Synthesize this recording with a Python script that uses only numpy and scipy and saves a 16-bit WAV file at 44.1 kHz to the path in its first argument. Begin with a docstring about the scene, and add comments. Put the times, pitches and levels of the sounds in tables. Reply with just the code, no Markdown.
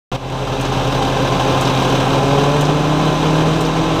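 """A six-cylinder diesel idles close by on a parked wheel loader, outdoors. The sound cuts in, dips at
once and swells back: each firing shakes the block, valves and injectors clatter, the exhaust throbs
and gears whine. From 0.6 s a flasher relay ticks once a second. Halfway through, the cooling fan
speeds up; its hum rises over the rush of air, its load pulls the idle down a little, and the knock
grows softer."""
import sys
import numpy as np
from scipy import signal
from scipy.fft import rfft, irfft
from scipy.io import wavfile

SR = 44100
rng = np.random.default_rng(int(sys.argv[2]) if len(sys.argv) > 2 else 0)


def transcribe(signal):
    """Save signal, clipped to [-1, 1], as a 16-bit WAV file at the path in sys.argv[1]."""
    frames = np.atleast_2d(signal).T
    limited = np.clip(frames, -1, 1)
    pcm = np.round(limited * 32767).astype(np.int16)
    wavfile.write(sys.argv[1], SR, pcm)


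N = 176400
T = np.arange(N) / SR
HZ = np.fft.rfftfreq(N, 1 / SR)

# Crankshaft speed: time_s, turns_per_s
CRANK_SPEED = [(0, 13.35), (.6, 13.325), (1.73, 13.338), (2.0, 13.087), (2.45, 12.97), (2.8, 13.033),
               (3.4, 13.1), (4.0, 13.18)]
# Knock of each cylinder, in firing order: gain_db
CYLINDER_DB = [0.29, 1, 0.7, 0.76, -0.71, 0.83]
# Broad resonance of the block: frequency_hz, relative_db
BLOCK_SPECTRUM = [(60, -13), (160, -7), (420, 0.5), (950, 0), (1300, -8.5), (1650, -8), (1900, -26.5),
                  (2400, -14), (2650, -12), (3850, -13), (4190, -16.5), (4270, -21.5), (6200, -20.5),
                  (7200, -34.5), (10000, -33.5), (15000, -37.5)]
# Injector and valve clicks around one engine cycle: gain_db
VALVE_DB = [3, -1, -1, -16, 3, -2, -2, 0, 2, -5, 1, -3]
# Metallic ring of those clicks: frequency_hz, relative_db
CLATTER_SPECTRUM = [(500, -32), (1500, -7), (2800, 6.5), (3900, 4), (4400, -8), (6200, -4.5), (8000, -10),
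                    (15000, -24)]
# Envelope of knock and clatter together: time_s, gain_db
RATTLE_ENVELOPE = [(0, -1), (1.3, 0), (1.9, 0.5), (2.4, -1.5), (2.7, -3.5), (4, -4)]
# Exhaust harmonics: multiple_of_firing_rate, level_db
EXHAUST_HARMONICS = [(1, -31), (2, -35.5), (3, -32.5)]
# Exhaust envelope: time_s, gain_db
EXHAUST_ENVELOPE = [(.15, 5.5), (.4, 4), (.8, 3.5), (1.7, -3), (2.3, -4), (4, -1)]
# Pump and gear tones: multiple_of_crank_speed, level_db, change_under_load_db
GEAR_ORDERS = [(21, -29.5, 2.5), (27, -43.5, 8), (31.36, -33.5, -4.5), (42.4, -35, -0.5), (62.4, -39, -1.5),
               (65.5, -38.5, 0), (67.2, -39, 0), (78.2, -32.5, 1.5), (86.75, -44.5, 8), (93, -57, 7),
               (99.5, -49, 8), (117.2, -46.5, 2), (152.4, -46, -15), (196.1, -41.5, -1)]
# Course of the fan hum: time_s, blade_pass_hz, level_db
FAN_COURSE = [(0, 131, -19), (1.9, 131.2, -20), (2.07, 132.6, -20), (2.4, 141.9, -20), (2.6, 147.1, -20),
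              (3.0, 153.6, -20), (3.45, 158, -19), (3.8, 160.1, -18.5), (4, 161, -17.5)]
# Fan harmonics: multiple_of_blade_pass, low_speed_db, middle_speed_db, high_speed_db, waver_db
BLADE_HARMONICS = [(1, -2, 1, 1, 0.6), (2, -11, -7, -6.5, 1.4), (3, -15.5, -6.5, -11, 2.5),
                   (4, -9.5, -6.5, -13, 3), (5, -18.5, -7.5, -21, 2), (6, -12.5, -13, -26, 3)]
# Rush of cooling air: frequency_hz, relative_db
AIR_SPECTRUM = [(20, -10), (55, -11), (100, -2.5), (170, 5.5), (220, 0), (350, 0.5), (700, -1), (1100, -5),
                (1900, -16.5), (3200, -13), (4100, -15.5), (4350, -24), (6000, -22.5), (9000, -34.5),
                (15000, -48.5)]
# Relay click pairs: start_s, tick_db, tock_db
RELAY_CLICKS = [(0.611, -28, -23.5), (1.6103, -26.5, -24), (2.6095, -29, -25.5), (3.6084, -29, -28)]
# Bright first click: frequency_hz, relative_db
TICK_SPECTRUM = [(2000, -30), (5000, -4), (7000, 6), (9500, -2), (14000, -6)]
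# Duller second click: frequency_hz, relative_db
TOCK_SPECTRUM = [(1500, -18), (4000, 7), (6500, 1.5), (9000, -11), (14000, -25)]
# Narrow resonances of covers and panels: pitch_hz, width_hz, lift_db
PANEL_MODES = [(413, 15, 2), (882, 25, 2), (1287, 11, 3), (1410, 20, 1), (1730, 27, 4.5), (2064, 28, 3),
               (2970, 25, 2), (3112, 13, 3), (3835, 57, 3), (4700, 32, 4), (4970, 25, 1), (6080, 170, 1.5),
               (7850, 100, 4.5), (14200, 150, 3)]
# Envelope of the whole sound: time_s, gain_db
OVERALL_ENVELOPE = [(.117, -4.5), (.162, -4.5), (.169, -14.5), (.3, -8.5), (.48, -5), (.66, -2.5),
                    (.71, -3.5), (.745, -2), (1.1, -1), (1.6, 0.5), (2.3, 1), (2.8, 0.5), (3.5, 0.5),
                    (3.7, -0.5), (4, 0)]

CYLINDERS = 6


def knocks(turns):
    """Forced vibration: each firing shakes the block, partly alike in every two-turn cycle."""
    lag, rise, decay = 0.8, 0.075, 0.62  # shares of one firing interval
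    scatter_db, repeating_share = 1.35, 0.49
    firings = turns * CYLINDERS / 2 + 1 - lag
    index, age = firings.astype(int), firings % 1
    strength = amp(np.take(CYLINDER_DB, index % CYLINDERS) + scatter_db * noise()[index])
    blow = (1 - np.exp(-age / rise)) * np.exp(-age / decay) + 0.7  # the block never comes to rest
    cycle_samples = int(2 * N / turns[-1])
    pattern = np.interp(turns / 2 % 1 * cycle_samples, np.arange(cycle_samples), noise()[:cycle_samples])
    shake = np.sqrt(repeating_share) * unit(pattern) + np.sqrt(1 - repeating_share) * noise()
    return amp(-21) * colour(shake * blow * strength, BLOCK_SPECTRUM)


def clatter(turns):
    """Impact excitation: injectors and valves strike twice a firing, unevenly, and ring briefly."""
    scatter_db, clump_db = 5, 1.3
    index = (turns * CYLINDERS).astype(int)
    strength_db = np.take(VALVE_DB, index % len(VALVE_DB)) + scatter_db * rng.uniform(-1.1, 1, N)
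    impacts = np.diff(index, prepend=0) * amp(strength_db + clump_db * drift(12))
    envelope = signal.fftconvolve(impacts, damping(T, t60_s=0.04))[:N]
    return amp(-36.5) * colour(envelope * noise(), CLATTER_SPECTRUM)


def exhaust(turns):
    """Periodic gas pulses make a deep throb at harmonics of the firing rate."""
    firings = turns * CYLINDERS / 2
    throb = sum(amp(db) * sine(k * firings) for k, db in EXHAUST_HARMONICS)
    return amp(curve(EXHAUST_ENVELOPE)) * throb


def pump_and_gears(turns):
    """Rotational orders: hum and whine lock to the crank; their balance shifts as load slows it."""
    speed = curve(CRANK_SPEED)
    load = np.clip(2 * (speed.max() - speed) / np.ptp(speed), 0, 1)
    whine, waver_db = 0, 0.5
    for order, db, load_db in GEAR_ORDERS:
        locked_order = round(2 * order) / 2  # whole periods in each two-turn cycle
        whine += amp(db + load_db * load + waver_db * drift(1.9)) * sine(locked_order * turns)
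    return whine


def fan():
    """Blade-pass harmonics shift with speed; turbulence modulates their amplitude and phase."""
    low_hz, middle_hz, high_hz = 131.3, 143, 150.5
    jitter_rad_per_db, fade_start_s, fade_db_per_s = 0.21, 3.43, 16
    pass_hz = curve(FAN_COURSE)
    passes, hum = np.cumsum(pass_hz) / SR, 0
    for k, *speed_db, waver_db in BLADE_HARMONICS:
        db = np.interp(pass_hz, [low_hz, middle_hz, high_hz], speed_db) + waver_db * drift(7)
        if k == 1:  # the fundamental thins out at the end
            db -= fade_db_per_s * np.maximum(T - fade_start_s, 0)
        phase = 2 * np.pi * (k * passes + rng.random())
        hum += amp(db) * np.sin(phase + jitter_rad_per_db * waver_db * drift(11.5))
    return np.sqrt(2) * amp(curve(FAN_COURSE, column=2)) * hum


def cooling_air():
    """Turbulent flow from the fan radiates broadband noise that flutters a little."""
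    level_db = -20.5 + 0.5 * drift(22)
    return amp(level_db) * colour(noise(), AIR_SPECTRUM)


def relay():
    """Damped impacts: a bright tick, then a duller tock just after it."""
    def click(start_s, spectrum, t60_s):
        return colour(noise(), spectrum) * (T >= start_s) * damping(abs(T - start_s), t60_s)
    clicks, tock_delay_s = 0, 0.042
    for start_s, tick_db, tock_db in RELAY_CLICKS:
        clicks += amp(tick_db) * click(start_s, TICK_SPECTRUM, t60_s=0.091)
        clicks += amp(tock_db) * click(start_s + tock_delay_s, TOCK_SPECTRUM, t60_s=0.063)
    return clicks


def bodywork(x):
    """Resonance and reflection: steel panels ring; fender, deck and hood return short echoes."""
    lift_db = sum(db * bell(hz, width_hz) for hz, width_hz, db in PANEL_MODES)
    reflections = noise() * (T > 0.003) * damping(T, t60_s=0.011)
    bass_cut = HZ / (HZ + 600)
    echoes = amp(-10) * rfft(reflections / np.linalg.norm(reflections)) * bass_cut
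    return irfft(rfft(x) * amp(lift_db) * (1 + echoes), N)


def amp(db):
    """Decibels to amplitude ratio."""
    return 10 ** (np.asarray(db) / 20)


def unit(x):
    """Normalisation to rms 1."""
    return x / np.sqrt(np.mean(x ** 2) + 1e-20)


def noise():
    """White Gaussian noise."""
    return rng.standard_normal(N)


def sine(cycles):
    """A pure tone of rms 1 with a random starting phase."""
    return np.sqrt(2) * np.sin(2 * np.pi * (cycles + rng.random()))


def damping(age_s, t60_s):
    """Exponential decay, by 60 dB in t60_s."""
    return np.exp(-np.log(1000) * age_s / t60_s)


def bell(centre_hz, width_hz):
    """A Gaussian band of height 1."""
    return np.exp(-((HZ - centre_hz) / width_hz) ** 2)


def curve(table, column=1):
    """Linear interpolation of a time table at every sample."""
    rows = np.array(table)
    return np.interp(T, rows[:, 0], rows[:, column])


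def colour(x, spectrum):
    """Spectral shaping of x, at rms 1."""
    hz, db = np.transpose(spectrum)
    gain = amp(np.interp(np.log(HZ + 1), np.log(hz), db))
    return unit(irfft(rfft(x) * gain, N))


def drift(rate_hz):
    """Low-pass noise: slow random motion of rms 1."""
    return unit(irfft(rfft(noise()) * bell(0, rate_hz), N))


def scene():
    """Superposition of engine, fan and relay at one point."""
    hunting = 0.001207 * drift(8.08)  # wander as a share of the speed
    turns = np.cumsum(curve(CRANK_SPEED) * (1 + hunting)) / SR
    rattle = amp(curve(RATTLE_ENVELOPE)) * (knocks(turns) + clatter(turns))
    body = bodywork(rattle + cooling_air())
    return (body + exhaust(turns) + pump_and_gears(turns) + fan() + relay())[None]


def record(dry):
    """Gain and filtering: the level cuts in, dips and recovers; the treble is notched and band-limited."""
    start_s, cutoff_hz = 0.1165, 14900
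    notch = amp(-12 * bell(centre_hz=11010, width_hz=730))
    heard = irfft(rfft(dry) * notch, N) * amp(curve(OVERALL_ENVELOPE)) * (T >= start_s)
    low_pass = signal.firwin(511, cutoff_hz, window=("kaiser", 9), fs=SR)
    return signal.oaconvolve(heard, low_pass[None], "same")


dry = scene()
out = record(dry)
transcribe(out)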